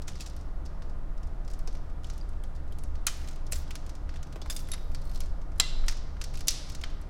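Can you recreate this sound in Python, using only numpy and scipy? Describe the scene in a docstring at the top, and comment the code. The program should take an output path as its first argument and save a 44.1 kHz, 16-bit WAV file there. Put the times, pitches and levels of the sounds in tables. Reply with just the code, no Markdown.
"""A sheet of glass is broken out along its score in a workshop. From the start, far machines hum, a low
rumble wavers and ventilation hisses. Close by, the fracture advances in jerks: each crack is a gritty burst
with a bright hall tail; crumbs patter, the glass pings and the padded bench thuds now and then. At 3.1 s a
strip breaks free and rings; from 4.5 s an offcut is tapped, a shard clinks and a sliver rattles. At 5.6 s a
loud crack comes with a blow that rings the steel jaws; another crack follows at 6.5 s, then smaller ticks."""
import sys
import numpy as np
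from scipy import signal
from scipy.fft import rfft, irfft
from scipy.io import wavfile
from scipy.ndimage import uniform_filter1d

SR = 44100
rng = np.random.default_rng(int(sys.argv[2]) if len(sys.argv) > 2 else 0)


def generate_wav(signal):
    """Clip the signal to [-1, 1] and save it as 16-bit WAV at the path in sys.argv[1]."""
    frames = np.transpose(np.atleast_2d(signal))
    scaled = np.clip(frames, -1, 1) * 32767
    pcm = np.round(scaled).astype(np.int16)
    wavfile.write(sys.argv[1], SR, pcm)


N = 312889

# Steady motor tones: pitch_hz, rms_db
MOTOR_TONES = [(60.1, -54), (70.05, -46.5), (73.5, -53.5), (78.2, -64), (163.5, -57.5), (1233, -70),
               (1416, -73.5)]
# Wavering machine drones: centre_hz, width_hz, rms_db
DRONE_BANDS = [(5.98, 1.67, -38), (26.5, 7.8, -48), (41.1, 1.2, -51), (55.8, 1.9, -62.5),
               (66.98, 0.82, -48.5), (110, 11, -55.5), (135, 3.6, -55), (233.7, 5.5, -66.5),
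               (295, 7.3, -64.5)]
# Level of a low rumble near 19 and 36 Hz, wavering irregularly: time_s, lower_db, upper_db
RUMBLE_LEVELS = [(0.0, -37, -45), (1.32, -33, -36.5), (1.93, -35, -38), (3.28, -33.5, -38.5),
                 (3.34, -30, -46), (3.55, -35.5, -41), (3.73, -31, -51), (4.09, -36.5, -33),
                 (4.25, -32, -61), (4.4, -32, -40), (5.13, -35.5, -41.5), (5.17, -30.5, -46),
                 (5.33, -37, -33), (5.65, -34, -43), (5.83, -23.5, -35), (5.98, -35, -37.5),
                 (6.95, -32.5, -46.5), (7.09, -41, -32)]
# Spectral shape of the ventilation: frequency_hz, relative_density_db
AIR_SPECTRUM = [(26, -50), (45, -2), (83, -5.5), (115, -25), (159, -14.5), (208, -19), (302, -17),
                (459, -22.5), (633, -19), (790, -22.5), (1230, -26.5), (2000, -36.5), (3310, -67),
                (4800, -103), (14900, -94), (16500, -71)]
# Cracks and ticks: start_s, level_db, relative_body_db, relative_splinter_db, chip_hz, t60_s
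CRACK_EVENTS = [(.0184,-49.5,-14,0,4550,0.06),(0.0784,-39.5,-5.5,-16,5900,0.083),(.118,-49,-1,-14,4600,0.021),(.155,-42.5,0,-21,4470,0.012),
                (.2056,-41.5,-18,-4,4860,0.12),(0.262,-44,-8,-2,4640,.046),(.298,-50,-5,4,5100,0.024),(.3646,-50,-11,10,4800,0.028),
                (.41,-55.5,-7,-18,5300,0.034),(.6594,-47,-1,-19,4540,.026),(.821,-50,1,-39,4000,0.023),(.896,-59,-11,-3,4600,0.046),(1.1767,-56.5,-13,-17,4600,0.035),(1.2306,-53,-10,-8,4600,0.044),(1.271,-56,-14,1,7500,.03),(1.4476,-56,-17,-6,5300,.03),(1.4772,-51,-4,-8,4600,0.045),
                (1.501,-50,-18,0,5800,.03),(1.5127,-54,-10,8,4400,0.04),(1.5343,-47.5,-18,-1,6600,0.047),(1.5903,-55.5,-4,11,5100,0.063),(1.6742,-39,-7,-27,5000,0.021),
                (1.726,-55,-8,-13,5000,0.04),(1.7505,-51,-1,-15,4700,0.036),(1.77,-57,-8,0,5400,.033),(1.8977,-58,-10,-26,2600,.033),(2.034,-53,-16,-3,2800,0.025),(2.0438,-44.5,-4,-8,2690,0.028),(2.0688,-54,-14,3,6200,0.031),(2.099,-41,-6,-12,5470,0.024),
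                (2.135,-55,-12,8,4700,0.032),(2.1782,-53.5,-17,10.5,6500,0.044),(2.2902,-59,-8,10,7500,0.044),(2.331,-62,-10,2,2700,.03),(2.437,-53.5,0,11,3300,0.049),(2.5503,-56,-16,1,5000,0.029),
                (2.5607,-56,-20,1,4300,0.04),(2.676,-62,-4,-15,3300,.033),(2.723,-55,-21,9,3120,0.047),(2.7854,-52.5,-14,9,7460,0.06),(2.836,-54.5,-2,12.5,5900,0.064),(2.953,-49.5,-2,-27,3480,0.025),
                (3.0667,-26,-6.5,10,6600,0.072),(3.082,-34,8.5,11,6200,0.018),(3.094,-39,-27,-4,3380,.051),(3.2147,-54.5,2,-9,2630,0.042),(3.2431,-54,0,-10,5730,0.04),
                (3.274,-44.5,-14,-7,3000,0.029),(3.285,-41.5,-6.5,-5,6740,0.033),(3.31,-51,-16,-6,7100,0.042),(3.3287,-54,-10,-8,5600,0.041),(3.359,-51,-5,3,2760,0.036),
                (3.465,-49.5,-12,-15,5170,0.056),(3.5217,-34,-9,10,5650,0.07),(3.533,-34,3,-14,5400,0.0082),(3.557,-42,-11,-10,7500,0.062),
                (3.676,-53,-10,-9,2900,0.034),(3.707,-39,-5.5,4,2620,.036),(3.7538,-38.5,-4,3,5860,0.041),(3.8635,-50.5,-4,2,4900,0.047),(3.8932,-46,-6,3,5550,0.039),
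                (3.9516,-50,-15,-6,6000,0.041),(4.0911,-46,6,-25,2750,.019),(4.1392,-53.5,3,-15,4000,0.048),(4.158,-49.5,3,-15,3080,0.037),(4.169,-52,-12,-12,3100,.03),(4.228,-46,-6,-7,5640,0.04),
                (4.2693,-54.5,-18,-1,5300,.03),(4.3246,-48.5,-5,-4,3120,0.043),(4.3578,-55,-15,-11,2860,0.027),(4.416,-39,-10,-17,4040,0.023),(4.458,-70,11,-18,2700,.049),
                (4.4737,-53,-18,-9,4700,.03),(4.4985,-37,-5,2,7300,0.1),(4.524,-42,-11,-2,5000,.03),(4.564,-41,-15,13,6760,0.082),
                (4.592,-44,-10,3,5100,0.032),(4.603,-49,-14,13,5200,.03),(4.6713,-50,-13,-22,3400,0.029),(4.687,-48.5,5,15,3000,0.015),(4.716,-38,-14,-9,4000,0.044),
                (4.734,-39,0.5,-16,4260,.061),(4.779,-55.5,8,13,5000,.026),(4.916,-57.5,6,16,3800,.028),(4.9472,-39,-7,-2,4200,0.034),(5.016,-53,-27,6,4700,0.04),
                (5.0544,-59,-9,-9,4500,.03),(5.0724,-59.5,0,-3,6100,.03),(5.096,-54,-2,-3,4500,.03),(5.1143,-53,-5.5,2,4500,0.042),(5.1357,-54,-4,-4,4600,.03),(5.146,-49,-19,5,4400,.04),(5.158,-43.5,-23,-2,4700,0.029),
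                (5.173,-49,-11,2,6800,.03),(5.2037,-40.5,-11,8,5500,0.045),(5.2164,-53,2,-13,5200,.03),(5.234,-57,1,-1,4400,0.032),(5.259,-52,-7,-12,6500,0.034),
                (5.4146,-55.5,-3,-2,5600,0.036),(5.518,-57,-4.5,-5,5600,.026),(5.561,-59,-14,5,2600,.03),(5.577,-57,-8,-4,4400,.03),(5.5826,-60,-8,16,4600,0.038),(5.5995,-15.5,-7.5,-3,3260,0.034),(5.8132,-58,-8,-5,3500,.03),(5.839,-64.5,17.5,-18,2600,0.046),(5.864,-51.5,-12,14,2880,0.024),(5.8818,-23,-8,-22,5300,0.03),
                (5.895,-38,-1,-14,5550,.041),(5.91,-43,-4,6,5600,.03),(5.923,-41,-1.5,-20,4400,0.03),(5.941,-54,-16,-11,5800,.027),(5.9698,-48.5,-10,-8,5400,.03),(6.167,-62,12,-17,3100,0.036),(6.2015,-60,-6,-5,4800,.035),(6.2137,-33.5,-6,-18,5200,0.035),
                (6.2394,-35,-11,3,5200,0.034),(6.341,-48,2,-7,4600,0.037),(6.353,-41,-13,-11.5,4700,0.029),(6.373,-40,-23,4,2730,.03),
                (6.3908,-45,-12,0,5900,.03),(6.4066,-40,-7,-1,5200,0.04),(6.472,-32.5,-28,4,5900,.037),(6.482,-14,-53,5.5,5740,0.028),
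                (6.507,-33,-31,6,5300,.037),(6.6646,-57,-14,-21,5000,.03),(6.689,-48,-16,-1,5900,0.029),(6.6984,-44.5,-9,6,5230,0.04),(6.72,-45,-8,3,5300,.03),
                (6.749,-39,-12,-1,5900,0.038),(6.813,-42.5,-8,-4,5730,0.034),(6.8365,-37,7.5,-33,3300,0.03),(6.9007,-55,-15.5,-10,3140,.03),(7.0143,-58.5,-11,9.5,5000,0.075)]
# Reverberation of the hall: band_hz, relative_db, t60_s
HALL_BANDS = [(1330, -10, 0.95), (2060, -7, 0.93), (3300, -4.5, 0.79), (5000, 0.3, 0.73),
              (7000, -2.5, 0.42), (10300, -20, 0.51), (14000, -13, 0.22)]
# Showers of fine crumbs: start_s, length_s, level_db, low_hz, high_hz
CRUMB_SHOWERS = [(0.07, 0.036, -48, 3200, 7400), (0.102, 0.39, -54, 2500, 7000),
                 (0.194, .05, -45, 3000, 7500), (0.258, 0.045, -46, 3500, 7440),
                 (0.647, .026, -50, 3500, 7000), (2.053, 0.27, -58.5, 2500, 7000),
                 (3.07, 0.31, -58, 6000, 15000), (3.512, 0.14, -47.5, 5000, 15400),
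                 (4.51, 0.16, -49, 5000, 15000), (4.682, .05, -54.5, 6000, 15000),
                 (4.75, 0.32, -65, 7000, 15000), (5.04, 0.3, -63, 3800, 12500),
                 (6.335, 0.042, -51, 3000, 9000)]
# Short single-pitch glass pings, mostly sounding with a crack: start_s, level_db, pitch_hz, t60_s
CRACK_PINGS = [(0.205, -43, 2600, 0.044), (2.2124, -45.5, 4780, 0.019), (2.4375, -42, 3200, 0.015),
               (2.7224, -50, 3200, 0.02), (3.077, -25.5, 2430, 0.022), (3.5217, -39, 2600, 0.023),
               (3.5227, -27, 9050, 0.013), (3.531, -25.5, 7600, 0.017), (3.557, -36, 7450, 0.04),
               (3.7094, -48, 2540, 0.045), (4.417, -38, 3430, 0.027), (4.688, -45, 2020, 0.06),
               (6.839, -28, 3100, 0.012)]
# Knocks on the bench: start_s, level_db, upper_edge_hz, t60_s
BENCH_KNOCKS = [(1.675, -41, 605, 0.071), (3.068, -45, 550, .04), (3.53, -35, 810, 0.013),
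                (4.358, -36.5, 436, 0.068), (4.42, -39.5, 327, 0.042), (4.459, -40.5, 1200, 0.049),
                (5.6, -37.5, 1190, 0.11)]

# Impacts on each ringing body: start_s, level_db
STRIP_SNAPS = [(3.069, -29.5)]
OFFCUT_TAPS = [(4.5002, -34), (4.507, -34.5), (4.564, -38)]
SHARD_CLINKS = [(4.7172, -34), (4.736, -40.5)]
SLIVER_RATTLE = [(5.0544, -49), (5.0724, -56), (5.0943, -49), (5.1147, -63), (5.1357, -57), (5.1466, -54),
                 (5.1582, -44), (5.174, -57), (5.2036, -58), (5.2345, -53)]
JAW_BLOWS = [(5.5992, -40)]
# Normal modes of the same bodies: pitch_hz, relative_db, t60_s
STRIP_MODES = [(1448, -6, 0.056), (3100, -10, 0.16), (3320, -22, .2), (4180, 7, .02), (6450, 12, 0.0094),
               (7500, -18, .2), (9500, -21, .15), (9600, 5, .015), (11200, 2, 0.016), (14300, -1, .012)]
OFFCUT_MODES = [(3584, -3.5, 0.061), (4900, 1, 0.033), (5230, -3, 0.045), (6100, -11, 0.032),
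                (6600, 2, 0.024), (7550, 3, 0.022), (9430, -6, 0.023), (11200, -3, 0.027),
                (15400, -20, .025)]
SHARD_MODES = [(3750, 1, 0.07), (4900, -7, 0.015), (5900, -0.5, 0.026), (7550, -2, 0.026),
               (10970, 4, 0.041), (14300, -27, .03)]
SLIVER_MODES = [(4300, -3, .03), (8450, -7, 0.018), (11600, -6.5, 0.018), (15400, -11, .018)]
JAW_MODES = [(2033, 3.5, 0.25), (2751, -1.5, 0.45), (2800, 5, 0.035), (3200, 22, 0.018), (3200, -8, 0.45),
             (3320, -4, 0.47), (4000, -7, .4), (4000, 23.5, 0.035), (4340, -20, .3), (4600, -8, 0.45),
             (5560, -18, 0.35), (5000, 16, 0.031), (6260, -17, .3), (7450, 24.5, 0.023), (7750, -15, .25),
             (8200, -11, 0.34), (9300, -16, 0.29), (10900, 19.5, 0.017)]


def undb(db):
    """Amplitude ratio of a level in decibels."""
    return 10 ** (np.asarray(db) / 20)


def unit(x):
    """Normalisation to an rms of 1."""
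    return x / np.sqrt(np.mean(x ** 2))


def band(x, low_hz, high_hz, order=2):
    """Butterworth band-pass filtering."""
    sections = signal.butter(order, [low_hz, min(high_hz, SR / 2.1)], "band", fs=SR, output="sos")
    return signal.sosfilt(sections, x)


def decay(t, t60_s):
    """Exponential damping, 60 dB down after t60_s."""
    return np.exp(-np.log(1000) * t / max(t60_s, .003))


def add(track, start_s, x):
    """Superposition of x on the track from start_s."""
    i = min(int(start_s * SR), N)
    track[i:i + len(x)] += x[:N - i]


def wander(rate_hz):
    """Slow random modulation: held values, smoothed twice, with a spread near 1."""
    hold = int(SR / rate_hz)
    steps = np.repeat(rng.standard_normal(N // hold + 1), hold)
    return 1.33 * uniform_filter1d(uniform_filter1d(steps, hold), hold)[:N]


def machines(in_phase_s=2.09):
    """Beating: motor tones close in pitch interfere, and narrow noise bands waver as drones."""
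    t = np.arange(N) / SR
    out = sum(undb(db) * np.sqrt(2) * np.cos(2 * np.pi * hz * (t - in_phase_s)) for hz, db in MOTOR_TONES)
    for hz, width_hz, db in DRONE_BANDS:
        drone = band(rng.standard_normal(N), hz - width_hz / 2, hz + width_hz / 2, order=1)
        out += undb(db) * unit(drone)
    return out


def rumble(centres_hz=(19, 35.5), drift=0.0298, flicker_db=2.5):
    """Amplitude and frequency modulation: two very low tones waver irregularly, heard as a rumble."""
    out, t = np.zeros(N), np.arange(N) / SR
    times_s, *contours_db = np.transpose(RUMBLE_LEVELS)
    for hz, contour_db in zip(centres_hz, contours_db):
        pitch_hz = hz * (1 + drift * wander(2.5))
        phase = 2 * np.pi * (rng.random() + np.cumsum(pitch_hz) / SR)
        level_db = np.interp(t, times_s, contour_db) + flicker_db * wander(7.6)
        out += undb(level_db) * np.sqrt(2) * np.sin(phase)
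    return out


def ventilation(rms_db=-48.5, wander_db=.4):
    """Broadband flow noise, strongest at low frequencies, whose level wanders a little."""
    hz, db = np.transpose(AIR_SPECTRUM)
    bins_hz = np.arange(N // 2 + 1) * SR / N + 1
    shape = undb(np.interp(np.log(bins_hz), np.log(hz), db))
    noise = irfft(rfft(rng.standard_normal(N)) * shape, N)
    return undb(rms_db + wander_db * wander(2.5)) * unit(noise)


def cracks(attack_s=0.00081, grain_samples=25, grain_spread_db=1.65):
    """Brittle fracture runs in jerks, radiating gritty bursts; returns direct sound and two echo feeds."""
    direct, to_bench, to_hall = np.zeros((3, N))
    t = np.arange(5000) / SR
    click = signal.unit_impulse(400)
    for start_s, level_db, body_db, splinter_db, chip_hz, t60_s in CRACK_EVENTS:
        dust_db = -10.5 + 0.36 * splinter_db
        # low_hz, high_hz, relative_db, t60_s
        layers = [(2500, 8000, -2, t60_s),  # broad snap
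                  (chip_hz * 0.9, chip_hz * 1.286, -6, t60_s),  # ringing chip
                  (1100, 2500, body_db, 0.86 * t60_s),
                  (8000, 12000, splinter_db, 0.17 * t60_s),
                  (12000, 17000, dust_db, 0.31 * t60_s)]
        noises = rng.standard_normal((len(layers), len(t)))
        grains_db = grain_spread_db * rng.standard_normal(len(t) // grain_samples)
        grit = noises * undb(np.repeat(grains_db, grain_samples))
        burst = sum(undb(db) * unit(band(noise, low, high)) * decay(t, layer_t60_s)
                    for noise, (low, high, db, layer_t60_s) in zip(grit, layers))
        add(direct, start_s, undb(level_db + 1.5) * burst * (1 - np.exp(-t / attack_s)))
        # Bench and walls gather the crack from all sides, so they get its smooth colour as one click.
        colour = sum(undb(db) * unit(band(click, low, high, order=1)) for low, high, db, _ in layers)
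        send_db = -22 - 0.11 * (level_db + 52.5)  # loud cracks are nearer and drier
        add(to_bench, start_s, undb(level_db) * colour)
        add(to_hall, start_s, undb(level_db + send_db) * colour)
    return direct, to_bench, to_hall


def bench_echoes(x, delay_s=.0015, hold_s=.012, release_s=0.0036):
    """Early reflections off bench and sheet prolong each crack by some milliseconds."""
    t = np.arange(1500) / SR
    echoes = unit(band(rng.standard_normal(len(t)), 4150, 5960))
    envelope = (t > delay_s) / (1 + np.exp((t - hold_s) / release_s))
    return signal.fftconvolve(x, undb(-44) * echoes * envelope)[:N]


def hall(x, build_s=0.0024):
    """Diffuse reverberation: dense echoes build up, then each band dies at its own rate."""
    t = np.arange(SR) / SR
    tail = sum(undb(db) * unit(band(rng.standard_normal(SR), hz / 1.36, hz * 1.17)) * decay(t, t60_s)
               for hz, db, t60_s in HALL_BANDS)
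    onset = 1 - np.exp(-(t / build_s) ** 2)
    return signal.fftconvolve(x, undb(-33.5) * tail * onset)[:N]


def crumbs(ticks_per_s=1350, tick_t60_s=0.0038, attack_s=0.0032):
    """Shot noise: tiny random impacts of uneven size merge into showers that fade linearly."""
    out = np.zeros(N)
    ticks = (rng.random(N) < ticks_per_s / SR) * undb(0.57 * rng.exponential(size=N))
    tick_envelope = decay(np.arange(500) / SR, tick_t60_s)
    patter = signal.fftconvolve(ticks, tick_envelope)[:N] * rng.standard_normal(N)
    for start_s, length_s, db, low_hz, high_hz in CRUMB_SHOWERS:
        t = np.arange(int(length_s * SR)) / SR
        envelope = (1 - t / length_s) * np.minimum(t / attack_s, 1)
        shower = patter[int(start_s * SR):][:len(t)] * envelope
        add(out, start_s, undb(db) * band(shower, low_hz, high_hz))
    return out


def ring(modes, beat_depth=0.51, beat_ratio=0.0079):
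    """Free vibration: damped modes beat like close pairs; each blow shares its strength out anew."""
    out, t = np.zeros(SR // 2), np.arange(SR // 2) / SR
    scatter = rng.standard_normal((len(modes), 3)) * [0.94, .002, 3]
    for (hz, db, t60_s), (offset_db, detune, beat_phase) in zip(modes, scatter):
        tone = np.sin(2 * np.pi * hz * (1 + detune) * t)
        beat = 1 + beat_depth * np.sin(2 * np.pi * hz * beat_ratio * t + beat_phase)
        out += undb(db + offset_db) * decay(t, t60_s) * tone * beat
    return out


def crack_pings():
    """Damped oscillation: the glass rings briefly at a single pitch, mostly together with a crack."""
    out = np.zeros(N)
    for start_s, db, hz, t60_s in CRACK_PINGS:
        add(out, start_s, undb(db) * ring([(hz, 0, t60_s)]))
    return out


def bench_thuds(attack_s=0.00033):
    """Heavy damping: the padded bench answers with a dull octave of noise instead of a pitch."""
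    out, t = np.zeros(N), np.arange(4000) / SR
    for start_s, db, upper_hz, t60_s in BENCH_KNOCKS:
        noise = unit(band(rng.standard_normal(len(t)), upper_hz / 2, upper_hz, order=1))
        envelope = decay(t, t60_s) * (1 - np.exp(-t / attack_s))
        add(out, start_s, undb(db) * noise * envelope)
    return out


def glass_and_jaws():
    """Modal resonance: the glass pieces and the steel jaws ring at their own natural frequencies."""
    out = np.zeros(N)
    bodies = [(STRIP_SNAPS, STRIP_MODES), (OFFCUT_TAPS, OFFCUT_MODES), (SHARD_CLINKS, SHARD_MODES),
              (SLIVER_RATTLE, SLIVER_MODES), (JAW_BLOWS, JAW_MODES)]
    for impacts, modes in bodies:
        for start_s, db in impacts:
            add(out, start_s, undb(db) * ring(modes))
    return out


def scene():
    """Superposition at one point of background, direct sound and reflections."""
    background = machines() + rumble() + ventilation()
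    direct, to_bench, to_hall = cracks()
    struck = crumbs() + crack_pings() + glass_and_jaws()
    reflections = bench_echoes(to_bench) + hall(to_hall + undb(-24.5) * struck)
    return (background + direct + struck + bench_thuds() + reflections)[None]


def record(dry, cutoff_hz=16300):
    """Band limiting: a steep elliptic low-pass removes the highest treble."""
    return signal.sosfilt(signal.ellip(8, .2, 70, cutoff_hz, fs=SR, output="sos"), dry)


dry = scene()
out = record(dry)
generate_wav(out)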